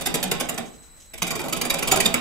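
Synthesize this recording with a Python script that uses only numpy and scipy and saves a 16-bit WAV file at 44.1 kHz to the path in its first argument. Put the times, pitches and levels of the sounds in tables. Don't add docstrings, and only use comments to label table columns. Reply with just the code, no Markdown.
import sys
import numpy as np
from scipy import signal
from scipy.fft import rfft, irfft, next_fast_len
from scipy.io import wavfile
from scipy.ndimage import uniform_filter1d, map_coordinates

SR = 44100
rng = np.random.default_rng(int(sys.argv[2]) if len(sys.argv) > 2 else 0)


def generate_wav(signal):
    frames = np.transpose(np.atleast_2d(signal))
    scaled = np.clip(frames, -1, 1) * 32767
    pcm = np.round(scaled).astype(np.int16)
    wavfile.write(sys.argv[1], SR, pcm)


def volts_from_db(level):
    exponent = np.asarray(level, float) / 20
    return 10 ** exponent


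N = 97372

# start in seconds, tearing level in dB,
# rise before it in seconds, tearing length in seconds, thump level over the tearing in dB.
FIRST_PASS = [
    (-.028, -29.0, .002, 0.023, -3.0),
    (0.01, -31, 0.001, 0.017, -4),
    (0.0628, -21, 0.0088, 0.014, -5),
    (0.1413, -22.0, 0.00084, 0.02, -2.7),
    (0.2284, -23, 0.0012, 0.018, -4),
    (0.314, -21, 0.0015, 0.014, -4.5),
    (0.4012, -24, 0.0032, 0.018, -3),
    (0.489, -26, 0.002, 0.015, -3),
    (0.5423, -49, 0.011, 0.043, 11.5),
    (0.5787, -27.5, 0.0029, 0.011, -2.3),
]
SECOND_PASS = [(1.1368, -36.5, 0.0027, 0.011, -10.5), (1.1799, -36.5, 0.0042, 0.0091, -12),
               (1.2207, -21, 0.0029, 0.013, -11), (1.2683, -29.5, 0.0032, 0.019, -7),
               (1.3058, -26.5, 0.0015, 0.017, -2), (1.3537, -28, 0.00067, 0.015, -8),
               (1.3933, -33.5, 0.0016, 0.029, 3.5), (1.4395, -39, 0.0004, 0.038, 10.5),
               (1.4832, -34.5, 0.0028, 0.021, -1), (1.5257, -22, 0.0013, 0.012, -9),
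               (1.5655, -30.5, 0.0012, 0.017, -2), (1.6128, -22.5, 0.0017, 0.012, -7),
               (1.6512, -28.5, 0.00094, 0.018, -2), (1.6996, -21, 0.0016, 0.015, -9),
               (1.7416, -22, 0.0062, 0.0082, -5.5), (1.7891, -27, 0.0062, 0.01, -5),
               (1.827, -23.5, 0.0044, 0.01, -5), (1.8744, -22.5, 0.0016, 0.018, -6.5),
               (1.9185, -14, 0.0078, 0.0086, -8.5), (1.9593, -22.5, 0.002, 0.02, 1),
               (2.0029, -17, 0.0027, 0.013, -13), (2.0575, -18, 0.0022, 0.0096, -7.5),
               (2.1415, -16.5, 0.0014, 0.0078, -10), (2.051, -27.5, 0.006, 0.011, -2.6)]
# frequency in Hz, width in Hz, level in dB.
FIRST_GOUGE_MODES = [(1974, 37, 0.5), (2437, 28, -2), (3770, 130, -2.5), (4790, 58, -0.5), (6000, 95, -6),
                     (6500, 67, -27), (7500, 220, -2), (8700, 73, -15), (9190, 134, -3.5), (11700, 94, -3)]
SECOND_GOUGE_MODES = [(2000, 37, -5), (2410, 35, 3), (3680, 67, -6), (4750, 80, 0), (6310, 120, -8),
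                      (6940, 32, -5), (7070, 61, -4), (7830, 79, -6), (9680, 68, -9), (11400, 73, -12)]
LOG_MODES = [(177, 20, 3), (241, 22, 3), (323, 25, -2), (385, 25, -2), (459, 25, 0), (554, 35, -3),
             (675, 30, 2), (748, 35, 0), (795, 30, -2), (1060, 45, -2), (1255, 40, -4)]
# frequency in Hz, level per hertz in dB.
TEAR_SPECTRUM = [(530, -79), (900, -14), (1770, -8), (2360, -1), (3730, -5.5), (4100, -8), (7060, -7),
                 (12600, -6.5), (16000, -16)]
SCRAPE_SPECTRUM = [(500, -42), (1000, -2.5), (2000, -2), (3800, 4), (5000, -28), (9000, -25)]
FIRST_THUD_SPECTRUM = [(53, -51), (90, -8), (236, -1), (304, -2), (463, -4.5), (516, -3.5), (1600, -14),
                       (2080, -18), (3520, -120)]
SECOND_THUD_SPECTRUM = [(53, -43), (90, -5.5), (172, -1.5), (391, -0.5), (516, -2.5), (672, -1),
                        (1600, -9.5), (2080, -55), (3520, -120)]
# start in seconds, level in dB, pitch in Hz, decay by 60 dB in seconds.
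KNOCKS = [(1.22, -20, 1075, 0.045), (1.527, -30.5, 1297, 0.12), (1.921, -25, 1005, .07),
          (1.921, -17, 755, .12), (1.9375, -26, 705, 0.026), (1.942, -17, 693, .03),
          (.149, -23.5, 467, 0.075), (0.1419, -20.5, 7480, 0.041), (.317, -27.5, 2010, 0.081),
          (0.4933, -27.5, 7250, 0.047), (1.222, -26, 6250, 0.048), (1.305, -26, 2380, .1),
          (1.353, -27, 4780, .025), (1.394, -28, 2410, .17), (1.525, -35, 6870, 0.069),
          (1.614, -25, 4730, 0.055), (1.701, -23, 4860, 0.039), (1.702, -18, 3780, .05),
          (1.741, -21.5, 7150, 0.038), (1.828, -24, 2410, .13), (1.9145, -17, 6940, 0.07),
          (1.9205, -14, 6960, .09), (2.001, -17.5, 7050, 0.037), (2.011, -35, 7060, 0.034),
          (2.003, -21, 2410, .12), (2.057, -10.5, 3640, .035), (2.062, -16.5, 7355, .035),
          (2.1413, -16, 7840, 0.031), (1.2205, -20, 3000, .012), (1.3535, -27, 6500, .012),
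          (1.5258, -27, 3060, .012), (1.269, -33, 4760, 0.034), (1.309, -29, 4720, 0.046),
          (1.655, -29, 2377, 0.076), (1.79, -25.5, 2416, 0.072), (2.142, -22.5, 2285, 0.052),
          (.066, -22, 3710, .04), (.152, -30, 3700, 0.044), (1.965, -17.5, 683, 0.09),
          (1.137, -35.5, 2386, 0.069), (.5785, -25, 6000, .015), (1.137, -39, 650, .12),
          (2.142, -26, 243, .2), (1.222, -31, 175, .2), (1.916, -21, 2410, .12), (1.702, -28, 2300, .1)]
# start in seconds, peak level in dB.
PINGS = [
    (0.202, -18),
    (0.277, -17),
    (0.368, -23),
    (0.451, -16),
    (0.542, -15),
    (1.413, -16),
    (1.495, -22),
    (1.6684, -17),
]
# frequency in Hz, decay by 60 dB in seconds.
SHOP_DECAY = [(100, 0.63), (400, 0.55), (1500, 0.4), (5000, 0.28), (12000, 0.073)]
# frequency in Hz, lead of the left port in radians.
PORT_TWIST = [(1500, 0), (2600, 1.79), (3600, 1.34), (5000, 0.17)]
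# frequency in Hz, level per hertz in dB.
SHAKE_SPECTRUM = [(15, -3), (30, -3), (60, -3), (110, -24), (200, -87)]
# frequency in Hz, rms level in dB.
DRIVE_TONES = [(3919, -68.5), (4081, -70), (7752, -72), (7876, -76), (7946, -58.5), (8000, -65),
               (8053, -76), (11919, -75), (12026, -72), (12139, -73), (15558, -92)]
# start in seconds, peak level in dB.
FANNED_PUFFS = [
    (0.65, -36),
    (0.73, -42),
    (0.822, -40.5),
    (0.96, -45),
    (0.998, -37),
    (1.05, -53),
]
# frequency in Hz, level per hertz in dB.
SWISH_SPECTRUM = [(1500, -18), (3000, -2.5), (4300, -11), (6500, 2.5), (9000, -6.5), (14000, -18)]
AIR_SPECTRUM = [(12, -31), (20, 18.5), (410, -3), (2080, -7), (3530, -16), (7110, -15), (7950, 2.5),
                (9140, -22.5), (16000, -22)]

LEFT_DB = -5
EARLY_S = 0.0035
SIDE = np.array([[1], [-1]])


def unit(x):
    return x / np.sqrt(np.mean(x ** 2) + 1e-20)


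def along(points, hz):
    f, v = np.transpose(points)
    return np.interp(np.log(hz + 1), np.log(f + 1), v)


def filtered(x, response):
    n = x.shape[-1]
    m = next_fast_len(n + SR // 5)
    return irfft(rfft(x, m) * response(np.fft.rfftfreq(m, 1 / SR)), m)[..., :n]


def wobble(rate, size):
    return map_coordinates(rng.standard_normal(size), [np.arange(size) * rate / SR])


def ringing(modes, f, gain_db, wider, scatter_db):
    response = 1
    for hz, width, db in modes:
        hz = hz * (1 + 0.01 * rng.standard_normal())
        level = volts_from_db(db + gain_db + scatter_db * rng.standard_normal())
        damping = 1j * f * width * wider
        response = response + level * damping / (hz * hz - f * f + damping)
    return response


def level_over(x, seconds):
    return np.sqrt(np.sum(x ** 2) / SR / seconds)


def cut(db, rise, length, thump_db, gouge_modes, thud_spectrum):
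    size = SR // 5
    t = np.arange(size) / SR
    length = length - EARLY_S
    after = np.maximum(t - rise - length, 0)
    fade_out = np.minimum((t[-1] - t) * 20, 1)
    grow = np.minimum(t / rise, 1) ** 1.23 * fade_out

    snaps = rng.random(size) < 18000 / SR
    strength_db = -1.5 * np.log(1 - rng.random(size))
    cracks = snaps * rng.standard_normal(size) * volts_from_db(strength_db)

    sag_db_per_s, fall_t60_s = 262, 0.016
    bite = volts_from_db(-60 * after / fall_t60_s - sag_db_per_s * np.clip(t - rise, 0, length))
    chips = volts_from_db(-18.5 - 60 * t / 0.41)
    shape = grow * (bite + chips) * volts_from_db(1.8 * wobble(321, size))
    modes = [*gouge_modes, (7130, 88, 1.5 * (db + 8))]
    tear = filtered(cracks * shape, lambda f: volts_from_db(along(TEAR_SPECTRUM, f)) * ringing(
        modes, f, gain_db=1.5, wider=3.45, scatter_db=2.2))

    thud_t60_s, scrape_t60_s = 0.2, 0.34
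    push = rng.standard_normal(size) * grow * volts_from_db(-60 * after / thud_t60_s + 0.8 * wobble(148.5, size))
    thud = filtered(push, lambda f: volts_from_db(along(thud_spectrum, f)) * ringing(
        LOG_MODES, f, gain_db=0, wider=1, scatter_db=1))

    drag = cracks[::-1] * grow * volts_from_db(-60 * after / scrape_t60_s + 2.4 * wobble(188, size))
    scrape = filtered(drag, lambda f: volts_from_db(along(SCRAPE_SPECTRUM, f)))

    tear = tear / level_over(tear, length + rise / 3)
    scrape = volts_from_db(-12) * scrape / level_over(scrape, 0.016)
    thud = volts_from_db(thump_db) * thud / level_over(thud, 0.022)
    return volts_from_db(db - 2) * (tear + scrape + thud)


def knocks():
    size = SR // 5
    t, out = np.arange(size) / SR, np.zeros(N + SR)
    for s, db, hz, t60 in KNOCKS:
        rough = 1 + 0.35 * wobble(400, size)
        onset = 1 - np.exp(-t / 0.0005)
        decay = volts_from_db(db + 0.5 - 60 * t / t60)
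        start = round(s * SR)
        out[start:start + size] += decay * onset * rough * np.sin(2 * np.pi * hz * t)
    return out[:N]


def shop(x, tail_db=0):
    size, delay_s, echoes = SR // 2, 0.0083, 16
    hz, t, z = signal.stft(rng.standard_normal((2, size)), SR, nperseg=256)
    decay = volts_from_db(-60 * t / along(SHOP_DECAY, hz)[:, None])
    tail = signal.istft(z * decay, SR, nperseg=256)[1][:, :size]
    tail = tail * (np.arange(size) > delay_s * SR)
    answer = volts_from_db(-6 + tail_db) * tail / np.linalg.norm(tail[0])
    for ear in answer:
        at = (3 + rng.random(echoes) * EARLY_S * SR).astype(int)
        np.add.at(ear, at, volts_from_db(-0.9) * rng.standard_normal(echoes) / np.sqrt(echoes))
    return signal.fftconvolve(x[None], answer, axes=1)


def at_ports(direct, wet):
    lead_s, one_sided_hz = 1.5e-5, 306
    pair = filtered(direct, lambda f: np.exp(1j * np.pi * SIDE * f * lead_s)) + wet
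    pair = filtered(pair, lambda f: volts_from_db(SIDE * LEFT_DB / 2 * f / (f + one_sided_hz))
                    * np.exp(1j * SIDE * along(PORT_TWIST, f) / 2))
    return filtered(pair, lambda f: 1 - 0.7 * np.exp(-((f - 4170) / 130) ** 2))


def bench_shake(pair):
    power = uniform_filter1d(uniform_filter1d(pair[0] ** 2, SR // 10), SR // 10)
    effort = np.sqrt(np.abs(power))
    spectrum = [*SHAKE_SPECTRUM, (400, -120)]
    shake = unit(filtered(rng.standard_normal((2, len(effort))), lambda f: volts_from_db(along(spectrum, f))))
    return volts_from_db(-14) * effort * (SIDE * shake[0] + 0.34 * shake[1])


def gouge():
    pad = SR // 10
    direct, wet = np.zeros(N + 2 * SR), np.zeros((2, N + 2 * SR))
    passes = ((FIRST_PASS, FIRST_GOUGE_MODES, FIRST_THUD_SPECTRUM),
              (SECOND_PASS, SECOND_GOUGE_MODES, SECOND_THUD_SPECTRUM))
    for rows, modes, thud_spectrum in passes:
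        for s, db, rise, length, thump_db in rows:
            x = cut(db, rise, length, thump_db, modes, thud_spectrum)
            i = pad + round((s - rise) * SR)
            direct[i:i + len(x)] += x
            answer = shop(x)
            wet[:, i:i + answer.shape[1]] += answer
    x = knocks()
    direct[pad:pad + N] += x
    wet[:, pad:pad + N] += shop(x, tail_db=-7)[:, :N]
    pair = at_ports(direct, wet)
    return (pair + bench_shake(pair))[:, pad:pad + N]


def pings():
    start_hz, fall_hz_per_s, ping_s = 9100, 330000, 0.005
    t, out = np.arange(N) / SR, 0
    for s, db in PINGS:
        u = np.clip(t - s, 0, 0.05)
        hz = start_hz * (1 + 0.011 * rng.standard_normal())
        tone = np.sin(2 * np.pi * (hz - fall_hz_per_s * u / 2) * u)
        swell = u / ping_s * np.exp(-(u / ping_s) ** 2)
        out = out + volts_from_db(db - 10) * tone * swell * wobble(900, N)
    return out * volts_from_db(SIDE * LEFT_DB / 2)


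def drive():
    t, out = np.arange(N) / SR, 0
    for hz, db in DRIVE_TONES:
        blur = np.array([wobble(130, N), wobble(130, N)])
        phase = rng.random() + 0.77 * rng.random((2, 1))
        out = out + volts_from_db(db + 2.5) * (1 + 1.1 * blur) * np.sin(2 * np.pi * (hz * t + phase))
    return out


def swish():
    rise_s, t60_s = 0.012, 0.28
    t, puffs = np.arange(N) / SR, 0
    for s, db in FANNED_PUFFS:
        decay = volts_from_db(db - 10 - 60 * np.maximum(t - s, 0) / t60_s)
        puffs = puffs + decay * np.clip((t - s) / rise_s, 0, 1)
    noise = rng.standard_normal((2, N)) + rng.standard_normal(N)
    rush = unit(filtered(noise, lambda f: volts_from_db(along(SWISH_SPECTRUM, f))))
    return puffs * rush * volts_from_db(1.5 * wobble(120, N))


def shop_air():
    noise = rng.standard_normal((2, N)) + 0.57 * rng.standard_normal(N)
    air = unit(filtered(noise, lambda f: volts_from_db(along(AIR_SPECTRUM, f))))
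    return volts_from_db(-52 + 1.5 * wobble(14, N)) * air


def scene():
    return gouge() + pings() + drive() + swish() + shop_air()


def top_cut(x):
    return signal.sosfilt(signal.butter(12, 16650, fs=SR, output="sos"), x)


def record(dry):
    ceiling, top_hz = 1.1, 15750
    held = dry / (1 + np.abs(dry / ceiling) ** 4) ** 0.25
    mix = filtered(held, lambda f: f < top_hz)
    return top_cut(mix)


dry = scene()
out = record(dry)
generate_wav(out)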